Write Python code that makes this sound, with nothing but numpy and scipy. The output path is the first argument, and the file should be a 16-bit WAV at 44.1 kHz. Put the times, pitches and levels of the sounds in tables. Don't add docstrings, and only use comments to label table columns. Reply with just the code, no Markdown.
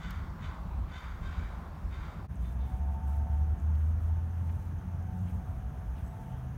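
import sys
import numpy as np
from scipy import signal
from scipy.fft import rfft, irfft
from scipy.io import wavfile
from scipy.ndimage import uniform_filter1d

SR = 44100
rng = np.random.default_rng(int(sys.argv[2]) if len(sys.argv) > 2 else 0)


def digitize_waveform(pressure):
    field = np.atleast_2d(pressure).T
    bounded = np.clip(field, -1, 1)
    quanta = np.round(bounded * 32767).astype(np.int16)
    wavfile.write(sys.argv[1], SR, quanta)


def gain_from_decibels(decibels):
    exponent = np.asarray(decibels, float) / 20
    return 10 ** exponent


N = 289955
CUT_S = 2.276


def evened(x):
    return x / np.sqrt(np.mean(x ** 2) + 1e-20)


def read(points, hz):
    f, value = np.transpose(points)
    return np.interp(np.log(hz + 1), np.log(f + 1), value)


def unroll(rows):
    s, *columns = np.transpose(rows)
    t = np.arange(s[0], s[-1], 1 / SR)
    return s[0], [np.interp(t, s, c) for c in columns]


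def add(mix, s, sound):
    part = mix[round(s * SR):][:len(sound)]
    part += sound[:len(part)]


def wander(length, hz):
    r = np.exp(-2 * np.pi * hz / SR)
    return evened(signal.lfilter([1], [1, -2 * r, r * r], rng.standard_normal(length)))


def swells(rows, calm_db):
    t = np.arange(0, N + 128, 128) / SR
    s, length, db = np.transpose(rows)[:, :, None]
    edge_share = 0.3
    edge = np.clip(np.minimum(t - s, s + length - t) / (edge_share * length), 0, 1)
    gain = gain_from_decibels(calm_db) + (gain_from_decibels(db) * np.sin(np.pi / 2 * edge) ** 2).sum(0)
    return np.interp(np.arange(N) / SR, t, 20 * np.log10(gain))


def ring(x, hz, width):
    turn = np.exp(2j * np.pi * np.cumsum(hz * np.ones(len(x))) / SR)
    r = np.exp(-np.pi * width / SR)
    smooth = signal.lfilter([(1 - r) ** 2], [1, -2 * r, r * r], x * turn.conj() + 1e-18)
    return 2 * (turn * smooth).real


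def tone(hz, db, waver_hz, flutter_db):
    turns = np.cumsum(hz + waver_hz * wander(len(hz), 12.7)) / SR + rng.random()
    level = np.sqrt(2) * gain_from_decibels(db + flutter_db * wander(len(hz), 14))
    return level * signal.windows.tukey(len(hz), .05) * np.sin(2 * np.pi * turns)


def noise(spectrum, patchy_db, swell_db=0):
    frames = N // 256 + 5
    a, b, patches = rng.standard_normal((frames, 513, 3)).T
    patches = uniform_filter1d(patches, size=12, axis=0)
    patches = evened(uniform_filter1d(patches, size=12, axis=1))
    grains = (a + 1j * b) * gain_from_decibels(patchy_db * patches)
    flat = signal.istft(grains, nperseg=1024, noverlap=768)[1][:N]
    hz = np.fft.rfftfreq(N, 1 / SR)
    coloured = rfft(flat) * gain_from_decibels(read(spectrum, hz))
    bass = irfft(coloured / (1 + (hz / 70) ** 4), N)
    whole = irfft(coloured, N)
    return (whole + (gain_from_decibels(swell_db) - 1) * bass) / np.std(whole)


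# (centre [Hz], width [Hz], level [dB])
THROAT_RESONANCES = [(1154, 498, 0.5), (1360, 379, 7.5), (2185, 285, 0.5), (2920, 700, -13.5),
                     (3680, 400, -9.5), (4650, 240, -13.5)]


def caw(row, top_hz, clearest, manner, roughness):
    top, rise, fall, effort_db = row
    chest_db, rasp_db, fade_db = manner
    rising, broken, sag, follow = roughness
    clear_s = .035
    s = max(top - rise, 0)
    t = np.arange(s, top + fall, 1 / SR) - top
    up, down = np.clip(1 + t / rise, 0, 1), np.clip(t / fall, 0, 1)

    before_top = np.clip((clear_s - t) / (rise + clear_s), 0, 1) ** 1.5
    hz = top_hz * (1 - sag * (before_top + down))
    beak = (hz / 512) ** follow

    rough = np.interp(t / clear_s, [-2, -1, 1, 2], [rising, clearest, clearest, broken])
    turns = np.cumsum(hz * (1 + .045 * rough ** 1.5 * wander(len(hz), 70))) / SR
    folds = sum(np.cos(2 * np.pi * k * turns) for k in range(1, 19))
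    puffs = (0.24 + np.exp(-(turns % 1) / 2.2)) * rng.standard_normal(len(hz))

    rattle_hz = 58 * (1 + 0.2 * wander(len(hz), 3.4))
    beat = 1 + 0.23 * np.sin(2 * np.pi * np.cumsum(rattle_hz) / SR)
    clear = beat * (1 - rough) * evened(folds)
    hoarse = beat * rough * evened(puffs)

    parts = []
    for k, (f, width, db) in enumerate(THROAT_RESONANCES):
        rung = ring(clear, f * beak, width) + 1.35 * ring(hoarse, f * beak, 2 * width)
        parts.append((-1) ** k * gain_from_decibels(db) * rung)
    upper = sum(parts[2:])
    chest_lingers = 0.48
    chest = gain_from_decibels(chest_db - chest_lingers * fade_db * down) * sum(parts[:2])
    core_db = 4.5 * np.exp(-(t / clear_s) ** 2)
    core = (gain_from_decibels(core_db) - 1) * parts[4]
    rasp = evened(ring(clear + hoarse, 6650, 2600))
    voice = (chest + upper + core) / np.std(upper) + gain_from_decibels(rasp_db) * rasp
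    envelope = np.sin(np.pi / 2 * up) ** 2 * np.minimum(8 * (1 - down), 1)
    return s, gain_from_decibels(effort_db + fade_db * down) * envelope * voice


# (frequency [Hz], t60 [s])
BANK_DECAY = [(800, 0.47), (3000, 0.6), (8000, 1.4)]


def banks(x):
    taps = np.zeros(SR)
    at = np.arange(500, SR - 20, 20)
    taps[at + rng.integers(0, 20, len(at))] = rng.choice([-1., 1.], len(at))
    hz, t, z = signal.stft(taps, SR, nperseg=256)
    decay = gain_from_decibels(-60 * t / read(BANK_DECAY, hz)[:, None])
    tail = signal.istft(z * decay, SR, nperseg=256)[1]
    return signal.fftconvolve(x, tail / np.linalg.norm(tail))[:N]


# (loudest [s], rise [s], fall [s], effort [dB])
NEAR_CAWS = [
    (.045, 0.076, .26, -54),
    (.455, 0.086, 0.15, -55.5),
    (.97, .11, 0.26, -55),
    (1.265, 0.088, 0.46, -58),
    (1.959, .085, 0.27, -59.5),
]
# (loudest [s], rise [s], fall [s], effort [dB])
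SECOND_CAWS = [
    (1.05, .04, 0.057, -73),
    (1.4, .07, 0.15, -65),
    (2.07, .1, 0.135, -65),
]
# (loudest [s], rise [s], fall [s], effort [dB])
DISTANT_CAWS = [
    (2.46, 0.074, .075, -68.5),
    (2.62, 0.049, 0.16, -68.5),
]
# (pitch [Hz], roughness [0-1])
NEAR_TOPS = [(514, .44), (514, .52), (519, .4), (532, .4), (525, .52)]
SECOND_TOPS = [(725, .4), (785, .42), (464, .48)]
DISTANT_TOPS = [(446, .38), (446, .42)]


def crows():
    near, far = np.zeros((2, N))
    flock = [(near, NEAR_CAWS, NEAR_TOPS, (0, -14.5, -23.5), (.82, .9, .07, .7)),
             (near, SECOND_CAWS, SECOND_TOPS, (0, -11, -11), (.42, .6, .04, .1)),
             (far, DISTANT_CAWS, DISTANT_TOPS, (-14, -20, -3.5), (.5, .42, .01, .02))]
    for place, caws, tops, manner, roughness in flock:
        for row, (top_hz, clearest) in zip(caws, tops):
            add(place, *caw(row, top_hz, clearest, manner, roughness))
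    far = ring(far, 4000, 2300)
    near = (near + gain_from_decibels(-2) * banks(near)) * (np.arange(N) < CUT_S * SR)
    return near + gain_from_decibels(5) * far


# (time [s], firing note [Hz], level [dB])
ENGINE_RUN = [(2.3, 50.7, -50), (2.42, 57, -31), (2.59, 64.7, -32), (2.74, 69, -32), (3.0, 70, -34),
              (3.11, 71.8, -29), (3.7, 76.5, -27), (4.05, 80.3, -27), (4.35, 84, -35), (4.51, 85.1, -32),
              (5.0, 87, -37), (5.24, 91.4, -35), (5.36, 87.4, -35), (5.6, 86, -42)]
# (time [s], depth [dB], half width [s])
ECHO_NULLS = [
    (3.26, -16, .035),
    (3.585, -32, .06),
    (4.0, -20, .045),
    (4.3, -6, .08),
    (4.61, -16, .08),
    (4.82, -12, .1),
    (5.11, -16, .07),
    (5.3, -15, .04),
    (5.43, -25, .06),
]


def engine():
    s, (hz, db) = unroll(ENGINE_RUN)
    t = s + np.arange(len(hz)) / SR
    for at, depth_db, half in ECHO_NULLS:
        db = db + depth_db * np.maximum(1 - abs(t - at) / half, 0) ** 2
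    out = np.zeros(N)
    add(out, s, tone(hz, db, 0.85, 0.18))
    return out


def whine(rows, hz):
    t = np.arange(N) / SR
    sinking_hz = hz * (1 - .0045 * (t - 3))
    return (t > CUT_S) * tone(sinking_hz, swells(rows, -78), 1.24, 0.57)


# (start [s], length [s], level [dB])
LOW_WHINE = [
    (2.36, 0.57, -66.5),
    (2.78, 0.26, -60.5),
    (3.032, .4, -59.5),
    (3.446, 0.33, -64),
    (3.935, 0.22, -66.5),
    (4.7, 0.38, -68),
    (5.138, 0.83, -66.5),
    (5.945, 0.45, -62.5),
    (6.36, .2, -64),
]
# (start [s], length [s], level [dB])
MIDDLE_WHINE = [
    (2.55, 0.63, -58),
    (3.0, 0.65, -58),
    (4.15, 0.31, -62.5),
    (4.76, .12, -74),
    (4.95, 0.33, -60),
    (5.22, 0.79, -62.5),
    (6.03, .35, -63.5),
    (6.4, 0.46, -53),
]
# (start [s], length [s], level [dB])
HIGH_WHINE = [(2.5, .6, -63), (2.8, .75, -58.5), (3.45, .5, -70), (4.05, .23, -65), (4.35, .36, -66),
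              (4.74, .25, -66), (5.03, .22, -63), (5.28, .24, -69), (5.6, .2, -70), (5.86, .17, -66),
              (6.03, .42, -63)]


def far_machine():
    three = whine(LOW_WHINE, 683) + whine(MIDDLE_WHINE, 754) + whine(HIGH_WHINE, 889)
    return three + gain_from_decibels(-2.5) * whine(HIGH_WHINE, 889 + 15)


# (start [s], length [s], level [dB])
STRIDES = [(2.38, .2, -72.5), (2.63, .19, -74.5), (2.9, 0.053, -77), (3.02, 0.2, -71), (3.29, .16, -76),
           (3.55, .1, -82), (3.71, 0.24, -74.5), (3.98, .14, -77), (4.26, 0.53, -77), (5.1, 0.36, -74.5),
           (5.44, .18, -77), (5.7, 0.36, -86), (5.88, 0.54, -76.5), (6.36, 0.1, -82)]
# (frequency [Hz], level [dB per Hz])
CLOTH_COLOUR = [(1000, -7), (2500, -1), (5000, -5), (8000, 5), (12000, 1), (16000, -3.5)]


def rustle():
    rub = noise(CLOTH_COLOUR, 0.78) * gain_from_decibels(1.7 * wander(N, 27))
    in_park = np.arange(N) > CUT_S * SR
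    return in_park * gain_from_decibels(swells(STRIDES, -87.5)) * evened(rub)


# (time [s], strength [dB], centre [Hz], width [Hz], t60 [s])
GRIT_TICKS = [(.1055, -46, 4500, 6000, .03), (.1068, -42, 13500, 6000, .006), (.301, -59, 5200, 4000, .015),
              (1.815, -63, 7000, 4000, .015), (2.355, -57, 8000, 2200, .015),
              (2.95, -62, 11500, 5000, .008), (3.599, -53, 7300, 1500, .012),
              (3.753, -50, 2400, 4000, .009), (2.445, -52, 1900, 1300, .03), (3.13, -60, 1800, 1500, .08),
              (3.8, -58, 1700, 1600, .12), (4.49, -53, 1800, 1500, .06), (5.26, -58, 2000, 1500, .2),
              (5.945, -63, 2500, 2600, .3), (6.3, -67, 3100, 700, .4)]


def grit():
    out, t = np.zeros(N), np.arange(9000) / SR
    for s, db, hz, width, t60 in GRIT_TICKS:
        band = evened(ring(rng.standard_normal(len(t)), hz, width))
        add(out, s, band * gain_from_decibels(db - 60 * t / t60) * np.minimum(8 * t / t60, 1))
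    return out


# (time [s], pitch [Hz], level [dB])
BIRD_CHIRP = [
    (6.04, 7400, -84),
    (6.052, 7680, -69.5),
    (6.062, 7800, -70),
    (6.078, 7900, -76),
    (6.09, 7900, -80),
    (6.13, 7880, -87),
]


def small_bird():
    out = np.zeros(N)
    s, (hz, db) = unroll(BIRD_CHIRP)
    chirp = tone(hz, db, 70, 4.5)
    add(out, s, chirp)
    add(out, s + .013, gain_from_decibels(-5) * chirp)
    return out


# (start [s], length [s], level [dB])
LOW_DRONE_SWELLS = [
    (2.6, 1.0, -71),
    (3.8, 0.23, -51.5),
    (4.25, 0.53, -45.5),
    (5.4, .8, -53.5),
    (6.1, 0.79, -43),
]
# (start [s], length [s], level [dB])
HIGH_DRONE_SWELLS = [
    (2.35, 0.83, -52),
    (3.5, 0.18, -54.5),
    (3.8, 0.59, -61.5),
    (4.55, 0.49, -48.5),
    (5.0, 0.53, -49),
]


def drones():
    white = rng.standard_normal(N)
    low_db, high_db = swells(LOW_DRONE_SWELLS, -63.5), swells(HIGH_DRONE_SWELLS, -66)
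    hums = [(127.5, low_db - 1), (180.05, high_db + 1), (216.8, high_db - 10.5)]
    return sum(gain_from_decibels(db) * evened(ring(white, hz, 3.08)) for hz, db in hums)


def shimmer():
    throb_db = 2.5 * wander(N, 50)
    return gain_from_decibels(-80 + throb_db) * evened(ring(rng.standard_normal(N), 6330, 1100))


# (start [s], length [s], level above calm [dB])
RUMBLE_GUSTS = [(0.02, 0.28, 5), (.5, 0.46, 6.5), (.92, 0.43, 0.5), (1.1, 0.58, 6.5), (1.75, 0.39, 7.5),
                (2.43, 0.16, 5), (2.64, .18, 5), (3.0, 0.71, 3), (3.85, .35, 5), (5.0, 0.4, -4),
                (5.36, 0.78, 2)]


def rumble_db():
    return swells(RUMBLE_GUSTS, 1) - 4.5


# (frequency [Hz], level [dB per Hz])
RIVER_AIR = [(12, -39), (20, 11), (37, -5.5), (81, -4.5), (93, -7.5), (116, -16.5), (171, -13),
             (240, -22.5), (268, -28), (344, -29.5), (374, -32), (468, -34.5), (1050, -29.5), (2950, -54.5),
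             (15700, -65.5)]
# (frequency [Hz], level [dB per Hz])
PARK_AIR = [(12, -27), (20, -15.5), (65, 7.5), (98, 0), (186, -7), (317, -23), (495, -27), (752, -25.5),
            (1600, -32.5), (2050, -41), (4610, -56.5), (6270, -52), (7620, -57.5), (9260, -52.5),
            (15700, -59)]


def air():
    swell_db = rumble_db()
    river = gain_from_decibels(-34.5) * noise(RIVER_AIR, 1.6, swell_db + 0.5)
    park = gain_from_decibels(-37) * noise(PARK_AIR, 0.83, swell_db) + drones() + shimmer()
    return np.where(np.arange(N) / SR < CUT_S, river, park)


def scene():
    t = np.arange(N) / SR - CUT_S
    fade_out_s, fade_in_s = .022, .03
    fade = np.clip(np.maximum(-t / fade_out_s, t / fade_in_s), .03, 1)
    sources = crows() + engine() + far_machine() + rustle() + grit() + small_bird() + air()
    return (fade * sources)[None]


def top_cut(x):
    return signal.sosfilt(signal.butter(12, 15890, fs=SR, output="sos"), x)


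# (frequency [Hz], level [dB])
MICROPHONE_COLOUR = [(15, -44), (28, -23), (35, -5), (42, -1), (2000, 0.5), (3200, 3), (4400, 0.5),
                     (5500, 0.8), (7800, -3), (9700, 0.5), (10400, -5), (11100, 0), (13500, 2),
                     (16000, 4.5)]


def record(dry):
    colour_db = read(MICROPHONE_COLOUR, np.fft.rfftfreq(N, 1 / SR))
    coloured = irfft(rfft(dry) * gain_from_decibels(colour_db), N)
    return top_cut(coloured)


dry = scene()
out = record(dry)
digitize_waveform(out)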